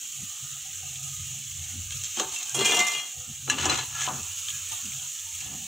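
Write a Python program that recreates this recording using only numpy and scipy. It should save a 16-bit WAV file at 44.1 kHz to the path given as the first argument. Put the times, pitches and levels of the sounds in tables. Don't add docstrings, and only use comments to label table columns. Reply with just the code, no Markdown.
import sys
import numpy as np
from scipy import signal
from scipy.fft import rfft, irfft, next_fast_len
from scipy.io import wavfile
from scipy.ndimage import uniform_filter1d

SR = 44100
rng = np.random.default_rng(int(sys.argv[2]) if len(sys.argv) > 2 else 0)


def invert_db(x):
    u = np.asarray(x, float) / 20
    return 10 ** u


def transcribe(signal):
    frames = np.atleast_2d(signal).T
    limited = np.clip(frames, -1, 1)
    pcm = np.round(limited * 32767).astype(np.int16)
    wavfile.write(sys.argv[1], SR, pcm)


N = 250035
SIZE = next_fast_len(N + SR // 2)
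BINS = np.maximum(np.arange(SIZE // 2 + 1) * SR / SIZE, 1)

# low_hz, high_hz
REGISTERS = [
    (150, 560),
    (560, 1520),
    (1520, 5000),
    (5000, 10200),
    (10200, 17000),
]


def fizz():
    # start_s, level_db
    frying = [(0, -38.5), (.25, -37.8), (1.9, -38.3), (2.5, -37.5), (3.0, -39), (3.45, -40), (3.85, -38),
              (4.3, -35.5), (4.6, -35.5), (5.3, -37.5), (5.67, -38.5)]
    # pitch_hz, level_db (per Hz)
    fizz_colour = [(530, -61.5), (900, -25.5), (978, -34), (1270, -21.5), (2040, -19.5), (2870, -5.5),
                   (3190, -7.5), (4290, -12), (4940, -17.5), (6410, 0.5), (6800, 2.5), (7650, -2),
                   (8720, -11.5), (11600, -20), (15200, -14.5)]
    bursts = grains(9000 * invert_db(2.1 * drift(14) + 1.5 * drift(60)), spread_db=0.0)
    bubble_size = rng.integers(0, 18, N)
    pops = np.zeros(N)
    for k, hz in enumerate(np.geomspace(900, 16000, 18)):
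        pops += rms_one(ring(bursts * (bubble_size == k), hz, hz / 3.5)) * np.sqrt(hz)
    crackle = invert_db(-7.0) * puffs(400 * invert_db(3.5 * drift(1.5)), t60=0.052)
    spitting = invert_db(-18.5) * puffs(45, t60=0.057)
    hiss = rng.standard_normal(N)
    mixed = colour(rms_one(pops) + crackle + spitting + hiss, at_hz(fizz_colour))
    return in_time(frying)[0] * band_one(mixed, 5500, 8500)


def spits():
    # start_s, peak_db, pitch_hz, hiss_db (above the peak)
    spit_events = [(0.957, -26, 3260, -8), (1.512, -24.5, 2980, 2), (4.0648, -14.5, 3100, -3),
                   (4.2302, -41, 3270, 23), (4.484, -14, 3420, -10), (4.5008, -16, 3150, -23),
                   (4.67, -24, 3220, -4), (4.8534, -24.5, 2850, 12), (4.919, -18.5, 2400, -10),
                   (4.992, -21, 3210, -10), (5.1165, -32, 2990, 17), (5.1856, -21, 3400, -11.5),
                   (5.35, -30, 3300, -2), (5.4043, -20.5, 2580, 6), (5.5844, -32, 3100, 6)]
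    out = np.zeros(N)
    fade = invert_db(-60 * np.arange(900) / (0.056 * SR))
    for s, peak_db, pitch_hz, hiss_db in spit_events:
        puff = rng.standard_normal(900) * fade
        for hz, width_hz, level_db in ((pitch_hz, 500, 0), (7000, 2500, hiss_db)):
            blip = ring(ring(puff, hz, width_hz), hz, width_hz)
            out[round(s * SR):][:900] += invert_db(peak_db + level_db - 11.5) * blip / np.abs(blip).max()
    return above(out, 2140)


def gurgle():
    # peak_s, half_length_s, peak_db
    bubbling = [(.2, 0.044, -66), (.33, .025, -66), (.445, 0.015, -64), (.575, 0.021, -61.5),
                (.67, 0.035, -60), (.845, 0.031, -56), (.93, .02, -60), (1.0, 0.03, -61), (1.07, .03, -63),
                (1.35, 0.044, -64), (1.68, 0.11, -63.5), (2.1, 0.046, -73), (3.15, 0.13, -62),
                (3.32, 0.046, -67), (4.52, .06, -84), (4.75, 0.046, -57), (4.97, 0.082, -63),
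                (5.23, 0.045, -75), (5.56, 0.14, -57)]
    # peak_s, half_length_s, peak_db
    slosh = [
        (4.4, 0.14, -57),
        (4.6, 0.13, -57.5),
        (4.85, 0.11, -56.5),
    ]
    return swells(bubbling) * hum(762, 100) + swells(slosh) * above(hum(1320, 540), 1000)


def spoon_drag():
    # pitch_hz, width_hz, level_db
    wall = [(370, 46, -5), (759, 35, -0.5), (890, 30, -3), (1170, 49, -9), (1593, 56, -7), (2700, 40, 2),
            (3210, 95, 6), (3730, 200, 7), (4100, 73, 2.5), (6380, 120, 10), (6400, 68, -35), (7350, 74, 5)]
    # start_s, level_db (pressure), weight_db (dull sound above the level)
    drag = [
        (1.88, -65, -22),
        (1.928, -49, -30),
        (2.012, -54, -13),
        (2.044, -43, -26),
        (2.132, -48, -31),
        (2.2, -33, 5),
        (2.26, -48, 4),
        (2.348, -39, -8),
        (2.54, -50.5, -4),
    ]
    # start_s, peak_db, weight_db (dull above peak), bright_db (above peak), pitch_hz (favoured)
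    drag_knocks = [
        (1.9068, -30, -46, 5, 3200),
        (1.921, -27, -37, 2, 3200),
        (2.0365, -31, -40, 14.5, 3200),
        (2.0534, -33.5, -31, 14.5, 3230),
        (2.1717, -27, -5, 5, 3200),
        (2.1972, -14, -34, -0.5, 3800),
        (2.362, -27, -36, -4, 2700),
        (2.4292, -32, -24, 15, 2600),
    ]
    return steel(wall, rubbing(drag, body_db=-10.5, bright_db=6.0), with_body(drag_knocks, body_db=-1.0),
                 uneven_db=2.0, sharpness=2.8, ring_db=-6.5, rub_ring_db=-2.0, noise_db=-4.5,
                 top_share_db=-11.5, per_s=2800, t60=0.034, crack_s=0.0067)


def plate_tumble():
    # pitch_hz, width_hz, level_db
    plate = [(220.5, 60, -18.5), (389.7, 51, -14), (461, 65, -17), (722.5, 50, 3), (938, 28, -1.5),
             (1168, 11, -1.5), (1453, 36, -11), (1753, 110, -5.5), (2075, 24, -3), (2423, 18, -1),
             (2784, 40, -0.5), (2848, 24, 0.5), (3150, 28, -7), (3334, 30, -8), (3275, 14, 1),
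             (3450, 54, -8.5), (3695, 30, -7.5), (4020, 30, -13), (4100, 110, -5), (4290, 45, -10.5),
             (4740, 100, -9.5), (5260, 25, -13), (5760, 35, -8), (6170, 67, -11), (6600, 75, -9),
             (6890, 36, -8.5), (7290, 63, -3), (7260, 11, -24), (8200, 28, -7), (9240, 35, -18),
             (10100, 90, -21)]
    # start_s, level_db (pressure), weight_db (dull sound above the level)
    tumble = [
        (2.543, -51, 6),
        (2.551, -46, 1),
        (2.59, -34, -0.5),
        (2.641, -28.5, -3),
        (2.66, -28, -3.5),
        (2.8, -30, -2.5),
        (2.85, -35.5, -10),
        (2.98, -38.5, -16),
        (3.1, -59, -8),
    ]
    # start_s, peak_db, weight_db (dull above peak), bright_db (above peak), pitch_hz (favoured)
    plate_knocks = [(2.5451, -25, 1.5, 10.5, 3290), (2.5905, -22.5, 0.5, 5.5, 2700),
                    (2.6094, -23.5, -5, -1, 3290), (2.6486, -25, -6, 10.5, 3100),
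                    (2.6566, -18.5, -9, 5, 3275), (2.6894, -20.5, -4, 3, 3275),
                    (2.7194, -16.5, -1, -1, 3480), (2.7444, -19, -5, 6, 2600),
                    (2.7694, -18.5, -3, -4, 3020), (2.7894, -20.5, -2.5, 6, 2600),
                    (2.7985, -16, -9, -17, 2080), (2.8671, -23, -12, 6.5, 2080),
                    (2.917, -28, -5, 7.5, 2800), (2.9494, -25, -4, -1, 3350)]
    return steel(plate, rubbing(tumble, body_db=4.0, bright_db=-2.0), with_body(plate_knocks, body_db=-13.5),
                 uneven_db=3.2, sharpness=8.5, ring_db=-8.5, rub_ring_db=1.5, noise_db=-6.0,
                 top_share_db=-4.0, per_s=1500, t60=0.17, crack_s=0.004)


def wok_stir():
    # pitch_hz, width_hz, level_db
    wok = [(260, 28, -8), (375.2, 37, 4), (760, 20, 0.5), (892, 38, 0), (1004, 45, 1.5), (1200, 105, 5),
           (1303, 37, -5), (1698, 76, 5.5), (2080, 23, -8), (2700, 73, -1.5), (1440, 56, -0.5),
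           (2850, 60, -2), (2983, 63, -2), (3490, 50, -14), (4047, 60, -3.5), (5800, 44, -2),
           (6520, 99, 6.5), (7020, 40, 2), (7680, 35, -3)]
    # start_s, level_db (pressure), weight_db (dull sound above the level)
    stir = [
        (3.46, -68, 2),
        (3.482, -44, 0.5),
        (3.492, -50, 4),
        (3.498, -28, -7.5),
        (3.564, -38, -3.5),
        (3.622, -27.5, -6.5),
        (3.69, -29, -3),
        (3.774, -29, -6.5),
        (3.88, -44.5, -9),
    ]
    scoop = [
        (3.88, -50.5, 0.5),
        (3.95, -38, -10.5),
        (4.036, -30.5, -13.5),
        (4.102, -46, 7.5),
        (4.198, -56, 7.5),
        (4.35, -54, -8),
    ]
    drain = [
        (5.38, -49, -23),
        (5.414, -47, -11.5),
        (5.54, -49, -2.5),
        (5.67, -72, -24),
    ]
    # start_s, peak_db, weight_db (dull above peak), bright_db (above peak), pitch_hz (favoured)
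    wok_knocks = [(3.477, -29.5, 1, -16, 2980), (3.499, -9, -24, -1, 2646), (3.5845, -15, -13, -4, 3010),
                  (3.6112, -23, -18, 3, 3060), (3.6546, -17.5, -1, 6, 1645), (3.6965, -13.5, -9, 0.5, 4100),
                  (3.7394, -24.5, -24, 4, 4060), (3.788, -21.5, -7, 2.5, 4047),
                  (3.9499, -35, -29, 11, 1690), (4.0765, -30.5, 8.5, -12, 1004),
                  (4.084, -37.5, 10, -12, 760), (4.0945, -32.5, 6, -12, 1004), (4.1065, -35, 7, -12, 900),
                  (4.4847, -35, -14.5, 0, 1500), (4.7155, -47.5, 7, -6, 890), (4.729, -48, 7, -8, 1200)]
    pressure = rubbing(stir, body_db=4.0, bright_db=-3.0)
    pressure = pressure + rubbing(scoop, body_db=-16.5, bright_db=3.0)
    pressure = pressure + rubbing(drain, body_db=7.5, bright_db=-12.0)
    return steel(wok, pressure, with_body(wok_knocks, body_db=-10.5),
                 uneven_db=2.5, sharpness=2.24, ring_db=-4.0, rub_ring_db=-6.0, noise_db=-4.0,
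                 top_share_db=-16.0, per_s=4000, t60=0.055, crack_s=0.0084)


def spoon_song():
    # peak_s, half_length_s, peak_db
    scrape = [
        (3.96, 0.02, -42.5),
        (3.995, 0.034, -39),
        (4.048, .018, -40),
    ]
    return swells(scrape) * (hum(1687, 67) + 0.86 * hum(1340, 110))


def ticks():
    # start_s, peak_db, middle_db (middle register above the peak)
    tick_events = [(0.957, -28.5, 3.5), (1.9067, -22, 0), (1.9704, -23, -6), (2.044, -20, -5),
                   (2.1092, -25, -6), (2.1976, -12.5, -4), (2.2654, -32, -8), (2.2928, -21, -14),
                   (2.3612, -21, -6), (2.387, -19, -7), (2.4584, -26, -13), (2.4948, -17.5, -13),
                   (2.5907, -13, -2), (2.648, -11, -12), (2.6544, -10, -12), (2.667, -16, -13),
                   (2.684, -15, -9), (2.7126, -13, -3), (2.7234, -21, -6), (2.7527, -19, -6),
                   (2.7686, -11, -6), (2.793, -11, -3), (2.8037, -8, -7), (2.8834, -16.5, 1.5),
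                   (3.5684, -28, -5), (3.6244, -21, -6), (3.654, -10, -14), (3.7294, -23, -2),
                   (3.776, -19, -11), (3.9495, -24, -14), (4.0087, -17, -8), (4.0227, -21, -1),
                   (4.0334, -23, -2), (4.065, -24, 7), (4.086, -21, -4), (4.136, -30, -1),
                   (4.1954, -28, -9), (4.2314, -21, -16), (4.4845, -21, 2), (4.503, -20, -3)]
    bright, middle = np.zeros(N), np.zeros(N)
    fade = invert_db(-60 * np.arange(900) / (0.019 * SR))
    fade = fade + 1.06 * fade ** 10.0
    for s, peak_db, middle_db in tick_events:
        burst = invert_db(peak_db - 9) * rng.standard_normal(900) * fade
        bright[round(s * SR):][:900] += burst
        middle[round(s * SR):][:900] += invert_db(middle_db) * burst
    _, _, middle_response, bright_response, top_response = clatter_responses()
    out = signal.oaconvolve(bright, bright_response + invert_db(-22.0) * top_response)
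    out = out + signal.oaconvolve(middle, middle_response)
    return above(out[:N], 2540)


def hollows():
    # peak_s, half_length_s, peak_db, pitch_hz
    short_tones = [(0.886, 0.025, -68, 432), (3.518, 0.021, -35, 2710), (2.375, 0.017, -41.5, 2700),
                   (2.2, 0.017, -50, 1700), (2.41, .015, -49, 2150), (2.505, 0.033, -49, 1600),
                   (2.185, 0.011, -43, 354), (3.55, 0.014, -34, 2780), (3.76, .018, -38, 4050),
                   (3.72, .025, -34, 2820), (3.665, .015, -42, 1000), (4.55, 0.03, -52, 1670),
                   (4.495, 0.014, -50, 1200), (4.78, .025, -55.5, 1100), (5.352, .005, -38, 8500),
                   (2.558, 0.014, -37, 9870), (2.56, .01, -52, 11900), (2.599, 0.02, -32, 394),
                   (2.78, 0.077, -51.5, 215), (5.05, .035, -63, 980), (5.27, 0.049, -61, 910),
                   (4.68, .03, -65, 460), (1.4, 0.042, -58.5, 220), (2.675, .035, -28, 2416),
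                   (2.73, .02, -36, 2072), (2.815, .018, -33, 2078), (2.88, 0.018, -36.5, 2078),
                   (2.965, 0.018, -40, 3275), (2.93, 0.045, -41, 2850), (2.62, 0.028, -41, 4200),
                   (3.508, 0.012, -30, 4040), (3.703, 0.0078, -34, 4060), (3.6, .02, -43, 1700),
                   (3.8, .015, -41, 1700), (2.26, 0.045, -46.5, 377), (2.225, .02, -42, 890),
                   (2.22, .02, -46.5, 1590), (1.93, .012, -55, 1650), (2.6, .04, -41, 2770),
                   (2.66, .03, -38, 1600), (2.8, .06, -42, 1170), (3.63, .04, -40, 1450),
                   (2.93, 0.052, -51.5, 455), (2.984, 0.024, -52, 140), (3.215, 0.067, -62, 506),
                   (3.55, 0.05, -38.5, 272), (3.694, 0.055, -38, 297), (4.73, 0.026, -49, 108.4),
                   (4.922, 0.0099, -51, 139.6)]
    out = np.zeros(N)
    for s, half_s, peak_db, hz in short_tones:
        tone = np.sin(2 * np.pi * hz * np.arange(N) / SR)
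        rough = 0.64 * hum(hz, min(hz / 13.3, 120.))
        out += swells([(s, half_s, peak_db)]) * (tone + rough)
    return out


def rumble():
    # pitch_hz, width_hz
    hum_modes = [
        (90, 28.6),
        (137, 19.4),
        (225, 123),
    ]
    # peak_s, half_length_s, peak_db
    low_swells = [(0.24, 0.06, -52), (0.493, 0.12, -57), (0.89, 0.22, -53.5), (1.218, 0.087, -44.5),
                  (1.573, 0.093, -41.5), (1.842, .15, -38.5), (2.285, 0.041, -48.5), (2.56, 0.073, -53),
                  (3.185, 0.026, -49), (3.308, 0.038, -41), (3.695, 0.2, -41), (4.175, 0.16, -46),
                  (4.45, 0.25, -53), (4.7, .06, -49), (4.909, 0.072, -47), (5.414, 0.15, -47.5)]
    upper_swells = [(.21, 0.028, -46), (.445, 0.021, -50), (.54, 0.04, -49.5), (.92, 0.2, -50),
                    (1.27, 0.27, -44.5), (1.55, 0.18, -52.5), (1.97, 0.065, -45.5), (2.28, 0.032, -53.5),
                    (2.6, 0.049, -39), (3.19, 0.021, -43), (3.3, 0.024, -45), (3.45, 0.073, -49),
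                    (3.73, 0.28, -45.5), (4.13, 0.061, -44), (4.55, 0.041, -52), (4.97, 0.078, -49),
                    (5.48, 0.059, -46)]
    thuds = [(0.229, 0.023, -46), (1.77, 0.041, -47.5), (2.19, 0.017, -45.5), (2.66, 0.043, -56),
             (3.3, 0.023, -47), (3.62, 0.14, -46.5), (4.14, 0.05, -43.5), (4.861, 0.032, -46.5),
             (5.55, 0.084, -47)]
    groups = (low_swells, upper_swells, thuds)
    return sum(swells(rows) * hum(*mode) for rows, mode in zip(groups, hum_modes))


def room():
    # pitch_hz, level_db (per Hz)
    room_colour = [(18, -21), (30, -11), (65, -3.5), (129, -4), (344, -17), (673, -19.5), (754, -33),
                   (1010, -35), (1250, 1.5), (1500, -62), (1950, -12), (3300, -120)]
    return invert_db(-70.0) * band_one(colour(rng.standard_normal(N), at_hz(room_colour)), 236, 1172)


def steel(modes, rub, knocks, uneven_db, sharpness, ring_db, rub_ring_db, noise_db, top_share_db,
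          per_s, t60, crack_s):
    grit = grains(per_s * invert_db(3.5 * drift(35)), spread_db=uneven_db)
    s, peak_db, body_db, dull_db, bright_db, favoured_hz = np.transpose(knocks)
    at = np.round(s * SR).astype(int)
    out, t = np.zeros(N), np.arange(6000) / SR
    levels = [*rub, rub[3] * invert_db(top_share_db)]
    offsets_db = (body_db, dull_db, 0, bright_db, bright_db + top_share_db)
    heard = slice(at[0] - SR // 10, None)
    crack = 0.38 * invert_db(-60 * t / crack_s)
    tail_lengths = (2.8, 3.4, 0.31, 1.64, 1.5)
    layers = zip(REGISTERS, clatter_responses(), levels, offsets_db, tail_lengths)
    for (low_hz, high_hz), response, level, above_db, lasting in layers:
        drive = level * grit
        blows = invert_db(peak_db + above_db)
        noise = drive.copy()
        fade = 0.33 * invert_db(-60 * t / (t60 * lasting)) + crack
        for start, blow in zip(at, blows):
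            noise[start:start + 6000] += blow * rng.standard_normal(6000) * fade
        out += invert_db(noise_db) * signal.oaconvolve(noise, response)[:N]
        chosen = [mode for mode in modes if low_hz <= mode[0] < high_hz]
        top_db = max([mode[2] for mode in chosen], default=0)
        for hz, width_hz, level_db in chosen:
            narrow_hz = width_hz / sharpness + hz / 700 + 0.5
            strike = invert_db(rub_ring_db) * np.sqrt(4 * np.pi * narrow_hz / SR) * drive
            favour_db = 10.1 * np.exp(-(np.log(hz / favoured_hz) / 0.027) ** 2)
            chance_db = rng.normal(0, 2.2, len(at))
            strike[at] += blows * invert_db(favour_db + chance_db - 6.0) * rng.choice([-1, 1], len(at))
            wobble_db = 1.93 * drift(7.3)
            strike = strike[heard]
            pair = ring(strike, hz, narrow_hz) - 0.25 * ring(strike, hz * 1.012, narrow_hz)
            out[heard] += invert_db(level_db - top_db + ring_db + wobble_db[heard]) * pair
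    return out


def clatter_responses():
    # pitch_hz, level_db (per Hz)
    clatter = [(90, -27), (150, -18), (380, -5), (500, -9.5), (720, -2.5), (1350, -5), (1900, -6),
               (3200, 1), (4900, -12.5), (6800, 2.5), (8800, -12.5), (10200, -28.5), (12000, -30.5),
               (15500, -30)]
    click = np.r_[1., np.zeros(4095)]
    shaped = colour(click, at_hz(clatter))[:4096]
    responses = []
    for edges in REGISTERS:
        band = signal.sosfilt(signal.butter(3, edges, "band", fs=SR, output="sos"), shaped)
        responses.append(band / np.linalg.norm(band))
    return responses


def rubbing(rows, body_db, bright_db):
    s, level_db, weight_db = np.transpose(rows)
    body = level_db + body_db + 2.8 * weight_db
    bright = level_db + bright_db - 0.075 * weight_db
    return in_time(np.transpose([s, body, level_db + weight_db, level_db, bright]))


def with_body(rows, body_db):
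    return [(s, peak_db, weight_db + body_db, weight_db, bright_db, hz)
            for s, peak_db, weight_db, bright_db, hz in rows]


def swells(rows):
    t = np.arange(0, N + 64, 64) / SR
    power = np.zeros(len(t))
    for s, half_s, db in rows:
        distance = np.abs(t - s) / np.where(t < s, 0.79 * half_s, half_s)
        power += invert_db(db - 6 * distance ** 1.77) ** 2
    return np.interp(np.arange(N) / SR, t, np.sqrt(power))


def grains(per_s, spread_db):
    sizes = invert_db(spread_db * np.minimum(rng.exponential(1, N), 6)) * rng.choice([-1, 1], N)
    return rms_one(sizes * (rng.random(N) < per_s / SR))


def puffs(per_s, t60):
    snaps = np.abs(grains(per_s, spread_db=0.5))
    envelope = signal.lfilter([1], [1, -invert_db(-60 / (t60 * SR))], snaps)
    return rms_one(envelope * rng.standard_normal(N))


def ring(x, hz, width_hz):
    r, w = np.exp(-np.pi * width_hz / SR), 2 * np.pi * hz / SR
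    return signal.lfilter([0, np.sin(w)], [1, -2 * r * np.cos(w), r * r], x + 1e-18)


def hum(hz, width_hz):
    return rms_one(ring(ring(rng.standard_normal(N), hz, width_hz), hz, width_hz))


def drift(rate):
    r = np.exp(-80 * np.pi * rate / SR)
    slow = signal.lfilter([1], [1, -2 * r, r * r], rng.standard_normal(N // 40 + 2002))[2000:]
    return np.interp(np.arange(N) / 40, np.arange(len(slow)), rms_one(slow))


def rms_one(x):
    return x / np.sqrt(np.mean(x ** 2) + 1e-20)


def band_one(x, low_hz, high_hz):
    band = signal.sosfilt(signal.butter(4, [low_hz, high_hz], "band", fs=SR, output="sos"), x)
    return x / np.sqrt(np.mean(band ** 2))


def in_time(rows):
    s, *columns = np.transpose(rows)
    t = np.arange(N) / SR
    return np.array([invert_db(np.interp(t, s, c, left=-150, right=-150)) for c in columns])


def at_hz(points, column=1):
    points = np.array(points)
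    return np.interp(np.log(BINS), np.log(points[:, 0]), points[:, column])


def colour(x, spectrum_db):
    cepstrum = irfft(spectrum_db * np.log(10) / 20, SIZE)
    cepstrum[1:SIZE // 2] *= 2
    cepstrum[SIZE // 2 + 1:] = 0
    return irfft(rfft(x, SIZE) * np.exp(rfft(cepstrum)), SIZE)[:N]


def above(x, hz):
    return signal.sosfilt(signal.butter(4, hz, "high", fs=SR, output="sos"), x)


def flutter(x):
    # pitch_hz, flutter_db
    patches = [(200, 6), (1000, 5), (2200, 2.5), (3000, 2), (7000, -0.5), (15000, 2)]
    hz, _, cells = signal.stft(x, SR, nperseg=1024)
    chance = uniform_filter1d(rng.standard_normal(cells.shape), size=3, axis=0)
    chance = uniform_filter1d(chance, size=12, axis=1)
    depth_db = np.interp(hz, *np.transpose(patches))[:, None]
    return signal.istft(cells * invert_db(depth_db * rms_one(chance)), SR, nperseg=1024)[1][:N]


def ports(x):
    # pitch_hz, balance_db (left minus right), likeness (0-1)
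    port_colour = [(30, -2, .6), (70, 0.5, 0.98), (300, 2.5, 0.95), (600, 2, 0.99), (1370, 7, 0.75),
                   (1980, 0.5, 0.96), (2900, 4.5, 0.95), (4900, 2, 0.88), (5530, 3, 0.89), (6500, -1, 1),
                   (7680, -7, 0.88), (9050, -17, 0.75), (10700, -11.5, 0.5), (11200, -25, 0.5),
                   (12800, 2.5, 0.6), (15500, -3.5, 0.93)]
    lag_s = np.repeat(rng.uniform(0, .006, len(BINS) // 600 + 1), 600)[:len(BINS)]
    scatter = rfft(x * drift(13.7), SIZE) * np.exp(-2j * np.pi * np.cumsum(lag_s) * SR / SIZE)
    alike = np.clip(at_hz(port_colour, column=2), 0, 1)
    gains = invert_db(at_hz(port_colour) * np.array([[.5], [-.5]]))
    same = np.sqrt(1 + alike)
    other = np.sqrt(1 - alike) * np.array([[1], [-1]])
    centre = np.hypot((gains * same).mean(axis=0), (gains * other).mean(axis=0))
    return irfft(gains * (same * rfft(x, SIZE) + other * scatter) / centre, SIZE)[:, :N]


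def scene():
    steady = flutter(fizz() + room()) + gurgle() + rumble()
    contact = above(spoon_drag() + plate_tumble() + wok_stir(), 102)
    details = spoon_song() + hollows() + ticks() + spits()
    return ports(steady + contact + details)


def top_cut(x):
    return signal.sosfilt(signal.butter(12, 15740, fs=SR, output="sos"), x)


def record(dry):
    mix = signal.sosfilt(signal.butter(2, 66, "high", fs=SR, output="sos"), dry)
    mix = .55 * np.tanh(mix / .55)
    mix = signal.sosfilt(signal.ellip(12, .5, 80, 15740, fs=SR, output="sos"), mix)
    return top_cut(mix)


dry = scene()
out = record(dry)
transcribe(out)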